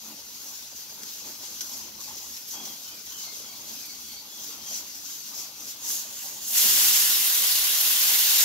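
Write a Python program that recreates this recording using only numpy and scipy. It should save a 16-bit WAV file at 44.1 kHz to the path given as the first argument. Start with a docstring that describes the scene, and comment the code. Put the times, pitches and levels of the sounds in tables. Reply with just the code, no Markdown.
"""A pressure cooker on a kitchen stove: steam leaks and spits under the weight, which rocks, then lifts into a full jet.
Steam is noise shaped by colour tables and driven by one flow curve; the weight's taps are short ringing clicks.
The jet buffets the microphones with low noise. Water boils as ringing noise and short rising bubble tones.
Something hums low over a murmur of air, and a bird sings outside in falling whistles. Tiled walls answer."""
import sys
import numpy as np
from scipy import signal
from scipy.fft import rfft, irfft, next_fast_len
from scipy.io import wavfile
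from scipy.ndimage import uniform_filter1d, map_coordinates

SR = 44100
rng = np.random.default_rng(int(sys.argv[2]) if len(sys.argv) > 2 else 0)


def unload_audio(sound):
    """Save the sound as a 16-bit wav file, at the path given as the first command line argument."""
    columns = np.transpose(np.atleast_2d(sound))
    # keep every value between -1 and 1, then stretch to whole-number steps
    steps = np.round(np.clip(columns, -1, 1) * 32767)
    wavfile.write(sys.argv[1], SR, steps.astype(np.int16))


def ratio_of_db(decibels):
    """Turn decibels (scalar or array-like) into linear amplitude factors; 0 dB maps to 1."""
    return 10 ** (np.asarray(decibels, float) / 20)


N = 372204  # length in samples

# Levels in the tables are relative: the functions shift and mix them further.
# Colour of steam seeping under the weight: f/Hz, density/dB per Hz
LEAK_COLOUR = [(710, -27.5), (1200, -15.5), (1320, -23), (1440, -13.5), (1970, -20.5), (2360, -17),
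               (2600, -13.5), (3220, -8.5), (3740, -7.5), (4350, -5), (6200, 1), (8550, -14), (9940, -13.5),
               (11800, -8), (15600, -15)]
# Colour of the leak just before the weight lifts: f/Hz, density/dB per Hz
STRAINED_COLOUR = [(710, -35), (1200, -17.5), (1310, -35), (1440, -15.5), (2280, -22.5), (2770, -11.5),
                   (5280, -6), (6830, -3), (9020, -15), (11700, -11), (15600, -16)]
# Colour of steam from the open vent: f/Hz, density/dB per Hz
JET_COLOUR = [(59, -41), (100, -28), (270, -23.5), (306, -22), (603, -19), (1160, -12.5), (1290, -17),
              (1430, -10), (2230, -12.5), (2760, -3), (3630, -2), (6700, -0.5), (8630, -6), (11900, 0.5),
              (15600, -8.5)]
# How much louder the leak is on the left: f/Hz, left minus right/dB
LEAK_LEAN = [(60, 1.5), (150, 2), (380, 0.5), (950, 0), (2380, 4), (5980, 4), (15000, -3)]
# The same for the strained leak and the jet: f/Hz, left minus right/dB
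JET_LEAN = [(60, -1), (240, -2.5), (950, 0.5), (3770, 2), (15000, -1.5)]
# Steady steam past the weight, a seep until it lifts, then the jet: t/s, level of the hiss in the weight's cap/dB
STEADY_FLOW = [(0.0, -49), (1.0, -48.5), (2.0, -50), (3.0, -48), (4.0, -50.5), (5.0, -46), (5.8, -49),
               (6.385, -50.5), (6.44, -40), (6.59, -27), (6.72, -25), (6.83, -26), (7.03, -26.5),
               (7.2, -30), (7.7, -30.5), (7.95, -30.5), (8.1, -27.5), (8.25, -28.5), (8.44, -25.5)]
# The weight tilts and lets out a puff, irregularly at first, then rocking about three times a second:
# peak t/s, peak level/dB, rise/s, fall/s
WEIGHT_PUFFS = [(0.488, -46, 0.015, 0.018), (0.527, -46.5, 0.13, 0.058), (0.765, -44.4, 0.01, 0.05),
                (1.024, -44, 0.0076, 0.27), (1.464, -44, 0.086, 0.28), (1.783, -44.5, 0.116, 0.067),
                (2.017, -43.0, 0.01, 0.095), (2.085, -50, 0.015, 0.02), (2.18, -47, 0.02, 0.03),
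                (2.288, -45.5, 0.13, 0.14), (2.529, -41.5, 0.04, 0.031), (2.733, -44.5, 0.19, 0.01),
                (2.84, -50, 0.11, 0.052), (3.061, -49, 0.01, 0.198), (3.238, -42.5, 0.074, 0.03),
                (3.38, -45.7, 0.069, 0.066), (3.525, -50, 0.02, 0.019), (3.631, -51.5, 0.18, 0.01),
                (3.69, -51, 0.02, 0.026), (3.793, -45, 0.11, 0.15), (3.99, -51, 0.02, 0.018),
                (4.117, -46.4, 0.13, 0.044), (4.446, -41, 0.059, 0.059), (4.771, -36.5, 0.065, 0.028),
                (4.97, -47, 0.016, 0.016), (5.076, -39.5, 0.029, 0.061), (5.29, -48, 0.08, 0.025),
                (5.407, -37.5, 0.052, 0.027), (5.61, -48, 0.03, 0.04), (5.714, -41.5, 0.07, 0.008),
                (5.908, -33, 0.051, 0.069), (6.295, -41.5, 0.2, 0.096), (6.585, -26, 0.015, 0.033),
                (6.935, -27, 0.015, 0.036), (8.42, -32, 0.02, 0.02)]
# The pot's pressure climbs to the lifting point between these times: start t/s, end t/s
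PRESSURE_CLIMB = (5.59, 6.11)
# Drops of water blown out with the steam: t/s, peak level/dB, time to fall by 60 dB/s
WATER_SPITS = [(0.8949, -32, 0.043), (1.607, -12.5, 0.027), (1.734, -18.5, 0.025), (2.0033, -27, 0.04),
               (2.0344, -29, 0.037), (2.366, -23.5, 0.034), (2.6524, -22, 0.031), (2.8779, -25, 0.033),
               (3.1203, -26, 0.035), (3.8511, -28.5, 0.042), (4.9462, -29, 0.04), (5.0539, -28, 0.035)]
# The hollow of the weight sings along with the leak: f/Hz, width/Hz, level/dB
CAP_RESONANCES = [(6670, 170, -5.5), (11780, 140, -2.5)]
# The rocking weight taps its seat: t/s, level/dB
WEIGHT_TAPS = [(1.0342, -14), (2.0884, -25), (5.9035, -12)]
# Ringing of the damped weight: f/Hz, width/Hz, level/dB
WEIGHT_RESONANCES = [(1580, 280, -3), (3400, 1000, -5), (6200, 1500, 4)]
# Gusts of steam at the microphones: peak t/s, peak level/dB, fall/s
STEAM_GUSTS = [(6.65, -42, 0.037), (6.72, -48.5, .06), (6.83, -52, 0.11), (7.03, -57, .06),
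               (7.52, -55, .06), (7.71, -58, .03), (8.0, -57, .08)]
# Surges of boiling: peak t/s, half length/s, rumble level/dB, bubbling level/dB
BOIL_SURGES = [(0.097, 0.06, -57, -59), (0.473, 0.045, -59, -60), (1.013, 0.061, -58.5, -58),
               (1.264, 0.061, -56.5, -56), (1.76, 0.28, -57.5, -59.5), (2.134, 0.13, -73, -57),
               (2.63, 0.097, -56.2, -55.5), (2.96, 0.056, -62, -61.3), (3.343, 0.16, -66, -57),
               (3.746, 0.27, -60.5, -62.5), (4.62, 0.23, -59.2, -58), (5.416, 0.086, -62, -59),
               (5.64, 0.06, -63, -60), (5.91, 0.077, -58.4, -55), (6.326, 0.32, -64, -60)]
# Ringing of the water and the pot's wall: f/Hz, width/Hz, level/dB
POT_RESONANCES = [(137, 37, -13), (204, 23, 0), (222.5, 19, 3), (268, 17, -0.5), (302.4, 15, 1),
                  (352, 32, -4.5), (420, 79, -12.5)]
# Colour of the rush of small bubbles: f/Hz, density/dB per Hz
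BUBBLING_COLOUR = [(210, -5), (350, -3), (523, -3), (571, 0), (710, -2), (834, 4), (1320, -3), (1430, -6.5),
                   (2000, -14), (2600, -1), (4400, -120)]
# Likeness of left and right in the boil and the air, 1 = the same: f/Hz, likeness
LEFT_RIGHT_LIKENESS = [(60, 0.97), (130, 1), (290, 1), (640, 0.79), (1410, 0.18), (3100, 0.08),
                       (6820, 0.12), (15000, 0.1)]
# Strength of the low hum: t/s, level/dB
HUM_LEVEL = [(0.0, -94), (0.03, -75), (1.38, -69.5), (2.35, -68), (2.43, -81), (4.16, -69), (4.27, -85),
             (4.83, -72), (5.25, -81), (6.5, -75)]
# Colour of the kitchen's low murmur of air: f/Hz, density/dB per Hz
AIR_COLOUR = [(12, -41), (20, -25), (65, -7), (160, 3), (210, -22), (350, -120)]
# Bird notes: t/s, length/s, start f/Hz, level/dB, octave overtone over the note/dB
BIRD_NOTES = [(2.518, .14, 3335, -46, -20), (2.666, .063, 3345, -49, -20), (2.841, 0.11, 3150, -54, -20),
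              (2.894, 0.1, 2430, -56, 7), (3.087, .16, 3130, -50, -20), (3.189, 0.14, 2230, -61, 14),
              (3.417, .095, 3400, -53, -20), (3.458, .14, 2400, -64, 14), (3.748, 0.11, 2490, -56, 9),
              (3.856, 0.091, 2270, -62, 15.5), (3.987, .2, 3380, -55, -20), (4.059, 0.16, 2320, -64.5, 17),
              (4.27, 0.18, 3400, -52, -20), (4.58, .17, 3220, -50, -20)]
# Echoes off surfaces near the vent: left delay/ms, right delay/ms, level/dB
NEAR_ECHOES = [(.7, 1.2, -51), (2.5, 2.1, -11.5), (4.74, 5.05, -6), (6.85, 5.4, -6), (8.15, 6.6, -12)]
# Fading of the sound between the walls: f/Hz, time to fall by 60 dB/s
WALL_FADING = [(300, 0.63), (3000, 0.33), (12000, 0.24)]
# Colour of the spot and the microphones: f/Hz, level/dB
MICROPHONE_COLOUR = [(28, -14), (55, -0.8), (800, 0.15), (1000, 0.1), (1600, -1), (1850, 1.5), (2080, 4.5),
                     (2400, 0), (7400, -0.35), (10500, -0.8), (11600, -0.2), (12300, -0.9), (13300, 3.5),
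                     (14500, 2.5), (15700, 4.5)]
# How far the left microphone is ahead of the right: f/Hz, phase/rad
LEFT_AHEAD = [(300, 0.046), (1500, 0.39), (3000, 0.85), (6000, 1.37), (8000, 1.78), (11000, 5.23),
              (13000, 5.1), (15500, 7.2)]


def unit(x):
    """Scales a sound to an rms of 1."""
    return x / np.sqrt(np.mean(x ** 2) + 1e-20)


def along(points, hz):
    """Reads a (f/Hz, value) table at any frequency, on a log axis."""
    f, value = np.transpose(points)
    return np.interp(np.log(hz + 1), np.log(f + 1), value)


def curves(rows):
    """Turns each column after the time into one value per sample."""
    s, *columns = np.transpose(rows)
    return [np.interp(np.arange(N) / SR, s, column) for column in columns]


def wobble(rate):
    """A smooth random curve with rate new random values a second."""
    knots = rng.standard_normal(int(N * 200 / SR))
    return map_coordinates(knots, [np.arange(N) * rate / SR])


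def swells(rows):
    """Summed power of bell-shaped swells: peak t/s, peak level/dB, rise/s, fall/s."""
    t = np.arange(N) / SR
    power = np.zeros(N)
    for s, db, rise, fall in rows:
        side_s = np.where(t < s, rise, fall)
        power += ratio_of_db(db) ** 2 * np.exp(-((t - s) / side_s) ** 2)
    return power


def filtered(x, response):
    """Multiplies the spectrum of x by a function of frequency."""
    size = next_fast_len(N + 8192)
    spectrum = rfft(x, size) * response(np.fft.rfftfreq(size, 1 / SR))
    return irfft(spectrum, size)[..., :N]


def resonances(modes):
    """Response of a few ringing modes, with alternating signs: f/Hz, width/Hz, level/dB."""
    def response(f):
        total = 0
        for k, (centre, width, db) in enumerate(modes):
            ring = 1j * f * width / (centre * centre - f * f + 1j * f * width)
            total = total + (-1) ** k * ratio_of_db(db) * ring
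        return total
    return response


def patchy(patchy_db, channels):
    """White noise with patches of random gain over time and frequency, shared by all channels."""
    z = signal.stft(rng.standard_normal((channels, N)), nperseg=512)[2]
    field = uniform_filter1d(rng.standard_normal(z.shape[1:]), size=6, axis=0)
    field = uniform_filter1d(field, size=8, axis=1)
    return signal.istft(z * ratio_of_db(patchy_db * unit(field)), nperseg=512)[1][:, :N]


def band_rms(x, lo_hz, hi_hz):
    """Strength of one band in the mean of the channels."""
    return np.std(filtered(x.mean(axis=0), lambda hz: (hz > lo_hz) & (hz < hi_hz)))


def paired(two, alike):
    """Mixes two unrelated noises into a left and right of a given likeness."""
    def mid_side(hz):
        angle = np.arccos(np.clip(along(alike, hz), -1, 1)) / 2
        return np.array([np.cos(angle), np.sin(angle)])
    mid, side = filtered(two, mid_side)
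    return np.array([mid + side, mid - side])


def kitchen(x, echo_db, tail_db):
    """One source reaches both microphones directly, off nearby surfaces and off the walls."""
    hz, t, z = signal.stft(rng.standard_normal((2, SR // 2)), SR, nperseg=256)
    fading = ratio_of_db(-60 * t / along(WALL_FADING, hz)[:, None])
    tail = signal.istft(z * fading, SR, nperseg=256)[1]
    tail = ratio_of_db(tail_db) * tail / np.linalg.norm(tail[0])
    path = np.pad(tail, ((0, 0), (300, 0)))  # the tail starts 300 samples late
    path[:, 0] = 1  # direct sound
    for left_ms, right_ms, db in NEAR_ECHOES:
        delays = [round(left_ms * SR / 1000), round(right_ms * SR / 1000)]
        path[[0, 1], delays] += ratio_of_db(db + echo_db)
    return signal.fftconvolve(x[None], path / np.linalg.norm(path[0]), axes=1)[:, :N]


def venting_db():
    """The weight lets out steam as a steady flow and puffs, added as power."""
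    steady_db, = curves(STEADY_FLOW)
    return 10 * np.log10(ratio_of_db(steady_db) ** 2 + swells(WEIGHT_PUFFS))


def vent_opening(cap_db, pressure):
    """Stronger flow, helped by pressure, opens the vent wider: near 0 shut, near 1 open."""
    start_db, span_db, push_db = -32, 9, 5.5
    return np.clip((cap_db + push_db * pressure - start_db) / span_db, .001, .999)


def spits():
    """Power of drops of water blown out: a quick rise, then a steady decay in dB."""
    power = np.zeros(N)
    for s, db, t60 in WATER_SPITS:
        since = np.clip(np.arange(N) / SR - s, 0, 1)
        rise = np.clip(since / 0.0066, 0, 1)
        power += ratio_of_db(db - 4.5 - 60 * since / t60) ** 2 * rise
    return power


def steam_flow(cap_db, opening):
    """Flow flickers, less once the vent is open, and spits add to its power."""
    slow_db = 0.8 * wobble(25) + 0.43 * wobble(9)
    flicker_db = (1 - opening) * slow_db + 0.71 * wobble(90)
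    return np.sqrt(ratio_of_db(cap_db + 2.5 + flicker_db) ** 2 + spits())


def hiss(spectrum, left, gain, spread, patchy_db, echo_db, tail_db):
    """Turbulent steam: the vent's part sounds through the room, the spread plume differs at each microphone."""
    noise = gain * patchy(patchy_db, channels=3)
    at_vent = kitchen(noise[0], echo_db, tail_db)
    both = np.sqrt(1 - spread) * at_vent + np.sqrt(spread) * noise[1:]

    def colour(hz):
        lean_db = np.outer([.5, -.5], along(left, hz))
        return ratio_of_db(along(spectrum, hz) + lean_db)

    # coloured white noise sets the reference for the band where the cap rings
    reference = filtered(rng.standard_normal((1, N)), lambda hz: ratio_of_db(along(spectrum, hz)))
    cap_level = band_rms(reference, 4800, 7600)
    return filtered(both, colour) / (cap_level * np.std(noise[0] / gain))


def steam():
    """Building pressure changes the leak's ring; stronger flow widens the vent until a broad jet takes over."""
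    t = np.arange(N) / SR
    cap_db = venting_db()
    pressure = np.interp(t, PRESSURE_CLIMB, [.001, .999])
    opening = vent_opening(cap_db, pressure)
    flow = steam_flow(cap_db, opening)
    shut = flow * np.sqrt(1 - opening)
    leak = hiss(LEAK_COLOUR, LEAK_LEAN, shut * np.sqrt(1 - pressure),
                spread=0.33, patchy_db=1.5, echo_db=2.0, tail_db=-1.0)
    strain = hiss(STRAINED_COLOUR, JET_LEAN, shut * np.sqrt(pressure),
                  spread=0.5, patchy_db=1.5, echo_db=-5.0, tail_db=-2.0)
    jet = hiss(JET_COLOUR, JET_LEAN, flow * np.sqrt(opening),
               spread=0.57, patchy_db=1.25, echo_db=-11.5, tail_db=-2.5)
    seep = leak + strain
    sung = filtered(seep, lambda hz: 1 + abs(resonances(CAP_RESONANCES)(hz)))
    both = sung + jet

    # the thin top hiss grows less than the flow does
    top = filtered(both, lambda hz: np.clip((hz - 7800) / 1500, 0, 1))
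    surge_db = np.maximum(cap_db + 30, 0)  # cap level above -30 dB
    seep_top_db = 1.6 - 0.29 * (20 * np.log10(flow) + 41.5)  # the usual seep is -41.5 dB
    jet_top_db = 2 - 0.67 * surge_db
    top_db = (1 - pressure) * seep_top_db + pressure * jet_top_db
    top_change = top * (ratio_of_db(top_db + 0.34 * wobble(20)) - 1)

    # a puff excites the cap more than the duller hiss beneath it
    dull = lambda hz: np.clip((5700 - hz) / 1300, 0, 1)
    lag_db = -.45 * (cap_db + 43.0)
    seep_change = filtered(seep, dull) * (ratio_of_db(lag_db) - 1)

    # spray mutes the jet's lower roar most at the lift, less before and after
    wet_db, lift_s, clear_s = 2.5, 6.54, .5
    spray_db = wet_db * np.exp(-abs(t - lift_s) / clear_s)
    body_db = 1.6 - .55 * surge_db - spray_db
    grown = np.clip(opening / .7, 0, 1) ** 1.1  # full roar at 0.7 of the opening
    roar_change = filtered(jet, dull) * (ratio_of_db(body_db) * grown - 1)
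    return both + top_change + seep_change + roar_change


def ticks():
    """Short dry taps of metal on metal: single clicks ring the weight, stronger on the left."""
    blows = np.zeros(N)
    for s, db in WEIGHT_TAPS:
        blows[round(s * SR)] = ratio_of_db(db + 9.0)
    ringing = filtered(blows, resonances(WEIGHT_RESONANCES))
    return kitchen(ringing, echo_db=-6, tail_db=-8) * ratio_of_db([[1.5], [-1.5]])


def buffet():
    """Steam reaches the microphones and keeps swirling: low thuds, unrelated left and right."""
    from_s, fade_s, swirl_db, gust_rise_s = 6.62, .03, -60, 0.012
    arrived = np.clip((np.arange(N) / SR - from_s) / fade_s, 0, 1)
    gusts = swells([(s, db, gust_rise_s, fall) for s, db, fall in STEAM_GUSTS])
    swirl = arrived * ratio_of_db(swirl_db + 2.4 * wobble(14))
    level = np.sqrt(gusts + swirl ** 2)
    low_band = lambda hz: (hz / np.hypot(hz, 75)) ** 3 / (1 + (hz / 260) ** 2)
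    low = filtered(rng.standard_normal((2, N)), low_band)
    flutter = ratio_of_db(1.9 * np.array([wobble(30), wobble(30)]))
    return level * flutter * unit(low)


def bubbles(count):
    """Vapour bubbles collapse on the pot's floor: short rising tones of a few cycles."""
    draw = rng.random((count, 3))  # pitch, size, moment
    hz = 750 * np.exp(1.26 * (draw[:, [0]] - .5))
    t = np.arange(1200) / SR
    cycles = hz * t
    envelope = np.exp(-cycles / 2.2) * (1 - np.exp(-cycles / 0.93))
    tone = np.sin(2 * np.pi * cycles * (1 + 0.011 * cycles)) * envelope
    size = ratio_of_db(-2.5 * np.log(0.028 + draw[:, [1]]))
    at = (draw[:, [2]] * N).astype(int) + np.arange(len(t))
    return unit(np.bincount(at.ravel(), (size * tone).ravel())[:N])


def boil():
    """Lumpy rumble rings the pot, and bubbles pop on a rush of smaller ones; both swell with each surge."""
    simmer_rumble_db, simmer_bubble_db = -64, -62  # between surges
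    rumble_swells = swells([(s, db, half, half) for s, half, db, _ in BOIL_SURGES])
    bubble_swells = swells([(s, db, half, half) for s, half, _, db in BOIL_SURGES])
    rumble_gain = np.sqrt(ratio_of_db(simmer_rumble_db) ** 2 + rumble_swells)
    bubble_gain = np.sqrt(ratio_of_db(simmer_bubble_db) ** 2 + bubble_swells)
    lumps = ratio_of_db(1.6 * wobble(18)) * rng.standard_normal((2, N))
    rumble = unit(paired(filtered(lumps, resonances(POT_RESONANCES)), LEFT_RIGHT_LIKENESS))
    rush = unit(filtered(patchy(3.3, channels=2), lambda hz: ratio_of_db(along(BUBBLING_COLOUR, hz))))
    pops = kitchen(bubbles(count=600), echo_db=-17, tail_db=-6.5)
    bubbling = unit(paired(rush, LEFT_RIGHT_LIKENESS) + 0.36 * pops)
    return ratio_of_db(0.3) * rumble_gain * rumble + ratio_of_db(3.0 + 1.2 * wobble(10.5)) * bubble_gain * bubbling


def hum():
    """A low sine hum wavers in pitch and level, over a murmur of air made of low noise."""
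    level_db, = curves(HUM_LEVEL)
    pitch_hz = 69 + 1.53 * wobble(4)
    level = ratio_of_db(level_db + 2.5 + 1.6 * wobble(6.4))
    tone = level * np.sin(2 * np.pi * np.cumsum(pitch_hz) / SR)
    air = filtered(rng.standard_normal((2, N)), lambda hz: ratio_of_db(along(AIR_COLOUR, hz)))
    murmur = ratio_of_db(-71.0) * unit(paired(air, LEFT_RIGHT_LIKENESS))
    return tone * ratio_of_db([[.7], [-.7]]) + murmur  # the tone is stronger on the left


def quiet_under_jet():
    """Gain that lets the softer sounds sink away while the jet roars."""
    return ratio_of_db(np.interp(np.arange(N) / SR, [6.56, 6.66], [0, -19]))


def bird():
    """Falling, breathy whistles with an octave overtone, blurred by the yard and the window."""
    sag_per_s = .27  # share of its starting pitch that a note falls each second
    song = np.zeros(N)
    flutter, breath = wobble(90), wobble(150)
    for s, length, start_hz, db, octave_db in BIRD_NOTES:
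        u = np.linspace(0, 1, round(length * SR))
        at = slice(round(s * SR), round(s * SR) + len(u))
        pitch_hz = start_hz * (1 - sag_per_s * length * u) + 75 * flutter[at]
        phase = 2 * np.pi * np.cumsum(pitch_hz) / SR
        swell = np.sqrt(np.sin(np.pi * u).clip(0))  # held level, soft at both ends
        whistle = np.sin(phase) + ratio_of_db(octave_db) * np.sin(2 * phase)
        song[at] += ratio_of_db(db) * swell * (1 + 0.61 * breath[at]) * whistle
    return 0.41 * song + 1.12 * kitchen(song, echo_db=-8.0, tail_db=4)


def scene():
    """Adds all sources at the two microphones."""
    softer = quiet_under_jet() * (boil() + hum())
    return steam() + ticks() + buffet() + softer + bird()


def roll_off(x):
    """The treble ends steeply here."""
    return signal.sosfilt(signal.butter(12, 16850, fs=SR, output="sos"), x)


def record(dry):
    """Two microphones a little apart, the left one nearer, colour the sound and cut it off at the top."""
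    top_hz = 15730

    def response(hz):
        lead = np.exp(1j * np.outer([.5, -.5], along(LEFT_AHEAD, hz)))
        return ratio_of_db(along(MICROPHONE_COLOUR, hz)) * lead * (hz < top_hz)

    heard = filtered(dry, response)
    return roll_off(heard)


dry = scene()
out = record(dry)
unload_audio(out)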